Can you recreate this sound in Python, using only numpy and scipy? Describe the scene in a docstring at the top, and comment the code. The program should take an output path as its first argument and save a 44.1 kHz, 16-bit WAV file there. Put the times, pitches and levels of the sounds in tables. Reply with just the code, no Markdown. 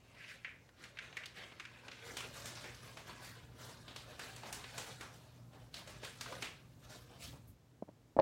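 """In a small kitchen an appliance hums over low rumble and faint hiss, built from two sines and coloured noise.
From the start fingers rustle a thin plastic piping bag: random crease flips, shaped by strokes and a pouch ring.
From 0.4 s the film snaps, snipped with scissors and crumpled: compact pulses with close echoes and a tail.
The low background stands higher from 2.05 to 7.55 s; near 7.3 and 7.5 s a close hand pushes air as rumble.
At 7.5 s skin hisses past the microphone port, and from 7.8 s fingers knock on the ringing microphone case."""
import sys
import numpy as np
from scipy import signal
from scipy.fft import rfft, irfft, next_fast_len
from scipy.io import wavfile

SR = 44100
rng = np.random.default_rng(int(sys.argv[2]) if len(sys.argv) > 2 else 0)


def master(y):
    """Save y as 16-bit WAV."""
    cut = np.clip(np.atleast_2d(y).T, -1, 1)
    pcm = np.round(cut * 32767)  # scale
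    wavfile.write(sys.argv[1], SR, pcm.astype(np.int16))


N = 362061
TIME = np.arange(N) / SR


def from_db(db):
    """Decibels to gain."""
    return 10 ** (np.asarray(db) / 20)


def rms_one(x):
    """Scale to an rms of 1."""
    return x / np.sqrt(np.mean(x ** 2) + 1e-20)


def in_time(rows):
    """Draw the columns of a curve table at every sample."""
    s, *columns = np.transpose(rows)
    return [np.interp(TIME, s, column) for column in columns]


def at_hz(points, hz):
    """Read a spectrum on a log-frequency axis."""
    point_hz, value = np.transpose(points)
    return np.interp(np.log(hz), np.log(point_hz), value)


def bins(size):
    """Frequencies of an FFT, kept above zero."""
    return np.maximum(np.arange(size // 2 + 1) * SR / size, 1)


def bell(hz, centre_hz, octaves):
    """A resonance bump of height 1."""
    return np.exp(-(np.log2(hz / centre_hz) / octaves) ** 2)


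def pulse(level_db):
    """The causal, most compact (minimum-phase) pulse that has this spectrum."""
    cepstrum = irfft(np.log(from_db(level_db)))
    half = len(cepstrum) // 2
    # folding the cepstrum forward packs the energy at the start
    cepstrum[1:half] *= 2
    cepstrum[half + 1:] = 0
    return irfft(np.exp(rfft(cepstrum)))[:half]


def split(x, centres_hz):
    """Overlapping bands that sum to x."""
    size = next_fast_len(len(x), real=True)
    size += size % 2
    spectrum = rfft(x, size)
    log_hz, log_centres = np.log(bins(size)), np.log(centres_hz)
    bands = []
    for share in np.eye(len(centres_hz)):
        weight = np.interp(log_hz, log_centres, share)
        bands.append(irfft(spectrum * weight)[:len(x)])
    return bands


def noise(colour):
    """Steady noise of a given colour; rms 1."""
    size = 2 * next_fast_len(N // 2 + 1)
    white = rfft(rng.standard_normal(size))
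    gain = from_db(at_hz(colour, bins(size)))
    return rms_one(irfft(white * gain)[:N])


def drift(rate_hz):
    """Slow chance with a spread of 1: noise through two equal low-pass poles at rate_hz."""
    step, warm_up = 40, 2000  # samples per slow value; slow values dropped while the filter settles
    r = np.exp(-2 * np.pi * rate_hz * step / SR)
    white = rng.standard_normal(N // step + warm_up + 2)
    slow = signal.lfilter([1], [1, -2 * r, r * r], white)[warm_up:]
    return np.interp(np.arange(N) / step, np.arange(len(slow)), rms_one(slow))


def add(out, s, sound):
    """Mix a sound in at a time."""
    start = int(s * SR)
    out[start:start + len(sound)] += sound[:max(N - start, 0)]


# low rumble: pitch_hz, colour_db
RUMBLE_COLOUR = [(20, -46), (35, -17), (55, 4), (80, -0.5), (105, 4), (135, 2), (164, 2), (190, -8.5),
                 (280, -6.5), (450, -36), (900, -37)]
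# still air of the room: pitch_hz, colour_db (per Hz, only its shape is used)
AIR_COLOUR = [(25, -125), (100, -100), (300, -94.5), (600, -101), (1200, -108), (2500, -113), (7500, -118),
              (9000, -123.5), (16000, -128)]
# the hand comes close and pushes air at the microphone: centre_s, width_s, rumble_rise_db
PUFFS = [(7.3, 0.066, 9.5), (7.5, 0.024, 4.5)]


def background(waver_db=2.5):
    """An appliance hums at twice the mains rate over low rumble and faint hiss."""
    hum_hz, octave_db = 119.8, -13
    swell_from_s, swell_to_s, swell_edge_s = 2.05, 7.55, 0.027
    inside_s = np.minimum(TIME - swell_from_s, swell_to_s - TIME)
    swell = np.clip(inside_s / swell_edge_s + .5, 0, 1)

    phase = 2 * np.pi * hum_hz * TIME
    tone = rms_one(np.sin(phase) + from_db(octave_db) * np.sin(2 * phase))
    hum_db = -71.5 + 7.5 * swell + waver_db * drift(rate_hz=4.8)

    rumble_db = -68.5 + 7 * swell
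    for s, width_s, rise_db in PUFFS:
        rumble_db += rise_db * np.exp(-((TIME - s) / width_s) ** 2)

    hum = tone * from_db(hum_db)
    rumble = from_db(rumble_db) * noise(RUMBLE_COLOUR)
    hiss = from_db(-71.5) * noise(AIR_COLOUR)
    return hum + rumble + hiss


# echoes from the tiles and the counter: delay_s (before its random wander), gain (before energy scaling)
NEAR_ECHOES = [(.0009, 0.49), (.0026, 0.78), (.0058, 0.27)]


def near_path(scatter, scatter_s=0.0092, wander=.12):
    """First crack, its close echoes and the short, dense crackle that follows; energy 1."""
    t = TIME[:SR // 2]
    path = rng.standard_normal(len(t)) * np.exp(-(t / scatter_s) ** 2)
    path *= scatter / np.linalg.norm(path)
    path[0] += 1
    for delay_s, gain in NEAR_ECHOES:
        wandered_s = delay_s * np.exp(wander * rng.standard_normal())
        path[int(wandered_s * SR)] += gain
    return path / np.linalg.norm(path)


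# kitchen decay: pitch_hz, t60_s
KITCHEN_DECAY = [(250, 0.37), (1000, 0.4), (2500, 0.4), (6000, 0.34), (14000, 0.3)]


def kitchen_tail(build_s=0.012):
    """Diffuse reverberation that builds up and dies soonest in the treble; energy 1."""
    t = TIME[:SR // 2]
    centres_hz, t60s = np.transpose(KITCHEN_DECAY)
    bands = split(rng.standard_normal(len(t)), centres_hz)
    decay = sum(band * np.exp(-np.log(1000) * t / t60_s) for band, t60_s in zip(bands, t60s))
    tail = decay * (1 - np.exp(-(t / build_s) ** 2))
    return tail / np.linalg.norm(tail)


def creases(per_s=750, spread_db=3.5, room_db=1.5, scatter=1.34, dwell_s=.18, count=8):
    """Tiny creases flip at random; as the hands move, their path through the room changes; rms 1."""
    strength = np.minimum(rng.exponential(1, N), 3.5)
    sizes = from_db(spread_db * strength) * rng.choice([-1, 1], N)
    flips = sizes * (rng.random(N) < per_s / SR)
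    # the hands cycle through the spots; the random part blends one into the next
    spot = np.floor(TIME / dwell_s + .5 * rng.random(N)) % count
    out = np.zeros(N)
    for k in range(count):
        path = near_path(scatter) + from_db(room_db) * kitchen_tail()
        out += signal.fftconvolve(flips * (spot == k), path)[:N]
    return rms_one(out)


# faint crinkle of the bag held between strokes, before trim: start_s, level_db, treble_db
CRINKLE = [(0.0, -69, -70.5), (0.33, -65, -73), (0.7, -78, -77), (1.18, -60, -74), (1.87, -63, -71.5),
           (2.32, -61.5, -59.5), (3.28, -66.5, -69), (3.4, -67.5, -72), (4.69, -57, -61), (4.9, -57.5, -59),
           (5.29, -70, -74), (5.64, -81, -81), (5.97, -62.5, -69), (6.39, -62, -63), (6.56, -74, -80),
           (6.76, -80, -77), (7.16, -67.5, -73), (7.45, -83.5, -85)]
# strokes of the fingers over the film: full_speed_s, level_db, rise_s, hold_s,
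# press_db (body, relative to level), slide_db (sheen, relative to level)
STROKES = [(0.246, -51, 0.07, 0.076, -33, -15), (0.301, -55.5, .02, 0.0091, -12, -4.5),
           (0.817, -56.5, 0.033, 0.015, -5, -12), (1.028, -52.5, 0.015, 0.016, -8.5, -16),
           (1.389, -50, 0.032, 0.053, -6, -14.5), (1.863, -62, 0.033, 0.026, 4, -13),
           (2, -58.5, 0.024, 0.045, -7, -14), (2.087, -58, 0.039, 0.068, 2, -5),
           (2.186, -50.5, .012, 0.031, -8, -7), (2.24, -57, .012, 0.0087, 7.5, -21),
           (2.366, -59, 0.031, 0.042, 3, -0.5), (2.493, -57.5, 0.024, 0.089, 0.5, -10),
           (2.642, -56, 0.026, 0.014, 0, -7.5), (2.86, -58.5, 0.039, 0.019, -1, -5.5),
           (3.084, -51.5, 0.023, 0.019, -2, -10.5), (3.195, -61.5, .04, 0.033, 2.5, -10),
           (3.269, -55.5, 0.055, 0.03, -2, -2.5), (3.377, -63, 0.028, 0.0046, 2, -7),
           (3.635, -59, 0.054, 0.083, 2.5, -1.5), (4.106, -62.5, 0.043, .03, 5.5, -5.5),
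           (4.253, -57, 0.044, 0.052, -0.5, -3), (4.462, -54.5, 0.023, 0.038, 0, -8),
           (4.557, -57.5, 0.024, .03, 0, -18), (4.76, -58.5, 0.035, 0.059, 3, -0.5),
           (4.88, -56, .015, 0.013, 1.5, -4), (5.135, -66.5, .01, 0.0069, 7, 0.5),
           (5.543, -65.5, 0.023, 0.08, 3.5, -10.5), (5.776, -56.5, 0.026, 0.016, -4, -6),
           (5.903, -66, .02, 0.023, 1, -1), (6.046, -52, 0.021, 0.013, -2.5, -6),
           (6.282, -56, 0.026, 0.026, 3, -7), (6.324, -57, .02, 0.045, 3.5, -9),
           (6.442, -50.5, 0.034, .012, -19, -8), (6.847, -65, 0.024, 0.008, -4, -6.5),
           (6.909, -61.5, 0.018, 0.056, -1, -1.5), (7.129, -68, .03, 0.016, 11, -4),
           (7.247, -55.5, 0.043, 0.012, -7.5, 2), (7.336, -74.5, 0.0092, .006, 17.5, -20)]


def handling():
    """Each stroke swells, holds and settles on top of the faint crinkle; gives level, body and sheen in dB."""
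    settle_db_per_s = 157  # the creases calm down after every stroke
    crinkle_trim_db, sheen_trim_db = -0.5, -4
    crinkle_db, treble_db = in_time(CRINKLE)
    # the body follows only a share of the crinkle's swing
    body_db = -67 + 0.41 * (crinkle_db - crinkle_db.mean())
    at_rest_db = -settle_db_per_s * np.maximum(TIME - CRINKLE[-1][0], 0)
    held_db = np.array([crinkle_db + crinkle_trim_db, body_db, treble_db + sheen_trim_db])
    power = from_db(held_db + at_rest_db) ** 2

    # the film creaks as it is pulled taut, just before each snap
    loads = []
    for s, db, low_db, slope_db, _, _, linger_db in SNAPS:
        loads.append((s, db + linger_db - 50, 0.012, 0, low_db, slope_db - 1))

    for s, db, rise_s, hold_s, press_db, slide_db in list(STROKES) + loads:
        near = slice(*np.searchsorted(TIME, [s - .5, s + .5]))
        t = TIME[near] - s
        rise = np.exp(-(np.minimum(t, 0) / rise_s) ** 2)
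        envelope = rise * from_db(db - settle_db_per_s * np.maximum(t - hold_s, 0))
        power[:, near] += np.outer(from_db([0, press_db, slide_db]), envelope) ** 2
    level, body, sheen = 10 * np.log10(power + 1e-20)
    return level, body - level, sheen - level


# colour of the rustle: pitch_hz, colour_db (per Hz, for a rustle of 0 dB)
RUSTLE_COLOUR = [(35, -76), (125, -34), (250, -31), (340, -36), (480, -27), (800, -34), (1200, -34.5),
                 (1600, -32.5), (2100, -38), (4000, -34.5), (7700, -38.5), (10000, -42), (15500, -48)]
# the hollow of the bag rings high while it hangs open and low inside the cupped hand:
# start_s, ring_hz, ring_db (before the drain)
POUCH = [(0.1, 2390, 11), (0.26, 2170, 13), (1.0, 2270, 3.5), (1.45, 1900, 6.5), (2.14, 3000, 0),
         (2.19, 2900, 21), (2.27, 2500, 4.5), (2.7, 1980, 1.5), (2.9, 990, 5), (4.1, 990, 2),
         (4.5, 800, 8.5), (5.75, 810, 2.5), (6.35, 2600, -1), (6.48, 2590, 14), (6.85, 2540, -4.5),
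         (7.25, 2750, 7)]


def rustle(patchy_db=2.5, pouch_octaves=0.21, pouch_drain=0.29):
    """Pressing the film deepens its creases, sliding adds sheen, and the pouch gathers them around its pitch."""
    level_db, body_db, sheen_db = handling()
    pouch_hz, pouch_db = in_time(POUCH)
    centres_hz = np.r_[35, np.geomspace(125, 16000, 22)]
    out = np.zeros(N)
    for band, hz in zip(split(creases(), centres_hz), centres_hz):
        # how far each band follows the body and the sheen
        low = at_hz([(900, 1.0), (1550, 0.045)], hz)
        high = at_hz([(2700, 0.062), (4600, 0.73), (8000, 0.93), (14000, 1.3)], hz)
        colour_db = at_hz(RUSTLE_COLOUR, hz) + low * body_db + high * sheen_db
        # the drain takes from every band a share of what the ring gains
        ring_db = pouch_db * (bell(hz, pouch_hz, pouch_octaves) - pouch_drain)
        patches_db = patchy_db * drift(rate_hz=21.4)
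        out += band * from_db(level_db + colour_db + ring_db + patches_db)
    return out * np.sqrt(SR / 2)  # from level per Hz to full band


# snips and snaps of the film: start_s, level_db, body_db, slope_db (per octave of treble), ring_hz, ring_db,
# linger_db (tail, before trim)
SNAPS = [(0.4468, -10, -12, -16, 2120, 11.5, -2.5), (0.691, -28, -2, -9, 1580, 5, -18),
         (0.8391, -13.5, -29, -6.5, 7600, 0, -2.5), (0.9713, -14.5, -16, -15, 3300, 3, -2),
         (0.988, -5.5, -27, -13.5, 1970, 5, -7), (1.1275, -19, -2, -13, 3770, 6, -2),
         (1.169, -8.5, -8, -6.5, 2020, 10, -5), (1.2365, -15.5, -8, -11, 3020, 9, -7),
         (1.2578, -17.5, -25, -1, 4040, 10.5, -7.5), (1.5212, -19, 2, -14, 3100, 3, -10),
         (1.5982, -10, -17, -8.5, 930, 7, -5), (1.6026, -13, -11, -14, 2160, 5.5, -7),
         (1.6526, -11.5, -26, -11.5, 1880, 5.5, -10), (1.8826, -14, 0.5, -8.5, 3470, 8, -9),
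         (1.9152, -13, -19, -10.5, 5440, 6, -0.5), (2.1692, -8.5, -1, -1.5, 3070, 2, 1),
         (2.206, -17, -6, -2, 1240, 11, -7), (2.4571, -14, -5, -0.2, 7400, 2, 3.5),
         (2.5535, -20, -3, -8.5, 5360, 16, 4.5), (2.642, -17.5, 4, -5.5, 2040, 8, 4.5),
         (2.746, -23.5, -6, -4, 5440, 6.5, -1), (2.9717, -14, 3, -5.5, 7590, 0, 1.5),
         (3.88, -18.5, 6.5, -7, 3660, 9, 2), (3.9615, -14, 0.5, -2.5, 3900, 7.5, -1),
         (4.194, -11, 0.5, -3.5, 1550, 5, 0.5), (4.363, -17, 1, -2.5, 7800, 1.5, 1.5),
         (4.433, -14, 5, -10, 790, 6, -0.5), (4.5267, -12, -1, 1.5, 7180, 1.5, 0.5),
         (4.6406, -12, -4, -11, 3950, 4, -1.5), (4.7798, -9.5, 3.5, -2, 7040, 4.5, 2),
         (5.0093, -14, 4.5, -3, 1360, 7, 2), (5.742, -16, -4, -2, 4060, 10.5, 1.5),
         (5.8745, -18.5, 3.5, -3, 8000, 1, 3), (6.033, -15, 8.5, -10, 1890, 4, -9),
         (6.048, -14, -5, -2.5, 3000, 5, -1), (6.2105, -10, -3, -1, 4630, 3, -1),
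         (6.26, -15.5, -3, -13, 1190, 13.5, -14), (6.324, -16, 7, -4, 1100, 7, -16),
         (6.4238, -4, -1, -5.5, 2570, 1.5, 0.5)]
# colour of a plain snap: pitch_hz, colour_db
SNAP_COLOUR = [(60, -28), (200, -9.5), (400, -3.5), (2500, -1.5), (8000, -4.5), (16000, -18)]


def snaps(tail_db=-1.5, body_hz=700, film_hz=1500, bright_hz=2500, ring_octaves=0.49,
          crackle_db=12.5, crackle_growth=0.56):
    """The film gives way at once; the taut patch around it rings briefly at a pitch set by its size."""
    out, hz = np.zeros(N), bins(size=2048)
    body_share = at_hz([(body_hz, 1), (film_hz, 0)], hz)
    treble_octaves = np.maximum(np.log2(hz / bright_hz), 0)
    for s, db, body_db, slope_db, ring_hz, ring_db, linger_db in SNAPS:
        colour_db = at_hz(SNAP_COLOUR, hz) + body_db * body_share
        colour_db += slope_db * treble_octaves + ring_db * bell(hz, ring_hz, ring_octaves)
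        # every snap is a crack with a short crackle; those that linger crackle more
        crackle = near_path(from_db(crackle_db + crackle_growth * linger_db))
        path = crackle + from_db(linger_db + tail_db) * kitchen_tail()
        add(out, s, signal.fftconvolve(pulse(colour_db + db), path))
    return out


# a fingertip brushes past the microphone port: start_s, level_db
BRUSH = [(7.45, -115), (7.48, -64.5), (7.515, -74), (7.54, -115)]
# colour of its hiss: pitch_hz, colour_db
BRUSH_COLOUR = [(3000, -35), (8000, -10), (12000, 0), (15500, -6)]


def brush():
    """Skin sliding close to the port gives a thin, high hiss."""
    level_db, = in_time(BRUSH)
    return from_db(level_db) * noise(BRUSH_COLOUR)


# fingers on the case: start_s, level_db, pitch_ratio, low_ring_db, high_ring_db, tick_db,
# scuff_db (relative to level)
KNOCKS = [(7.824, 2, 0.78, 2.5, 2, -52, -23.5), (7.8759, -33, 0.82, 12, 3, -60, -6),
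          (7.883, -22, 1, 0, 9, -60, -13), (7.8893, -9, 0.76, 3, 2, -45, -19),
          (8.1660, 7, 0.82, 3.5, 3, -33, -15.5), (8.18, -13.5, 0.76, 26, 5, -45, -6),
          (8.1893, 10.5, 1.17, 19, 9, -34, -12), (8.1989, 8, 1.47, 17.5, 11, -10, -24)]
# colour of a soft knock, at pitch ratio 1: pitch_hz, colour_db
KNOCK_COLOUR = [(25, -41), (45, -20), (90, -35), (250, 3.5), (550, -2.5), (850, -0.5), (1250, -18),
                (1800, -40), (3000, -44), (8000, -71)]
# colour of the tick that starts it: pitch_hz, colour_db
TICK_COLOUR = [(300, -16), (1500, 11), (3200, -10.5), (4400, -3), (6000, -26), (9000, -41), (16000, -48)]
# colour of skin dragging after it, at pitch ratio 1: pitch_hz, colour_db
SCUFF_COLOUR = [(40, -2), (130, 14), (400, 10.5), (1300, 3), (1900, -15), (2800, -20), (5000, -40),
                (9000, -46), (16000, -52)]


def knocks(scuff_s=0.0078):
    """Dry, dull blows that reach the microphone through its case, whose ring differs from knock to knock."""
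    out, hz, t = np.zeros(N), bins(size=8192), TIME[:SR // 10]
    # the two resonances of the case
    case_low = bell(hz, centre_hz=584, octaves=0.26)
    case_high = bell(hz, centre_hz=840, octaves=0.2)
    for s, db, pitch, low_db, high_db, tick_db, scuff_db in KNOCKS:
        rings_db = low_db * case_low + high_db * case_high
        add(out, s, pulse(db + at_hz(KNOCK_COLOUR, hz / pitch) + rings_db))
        add(out, s, pulse(tick_db + at_hz(TICK_COLOUR, hz)))
        drag = rng.standard_normal(len(t)) * np.exp(-t / scuff_s)
        skin = pulse(db + scuff_db + at_hz(SCUFF_COLOUR, hz / pitch))
        add(out, s, signal.fftconvolve(skin, drag / np.linalg.norm(drag)))
    return out


def scene():
    """Everything at one microphone."""
    return (background() + rustle() + snaps() + brush() + knocks())[None]


def record(dry):
    """The top is cut steeply above 15.9 kHz by an elliptic low-pass."""
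    low_pass = signal.ellip(10, .2, 70, 15900, fs=SR, output="sos")  # order, ripple dB, stopband dB, Hz
    return signal.sosfilt(low_pass, dry)


dry = scene()
out = record(dry)
master(out)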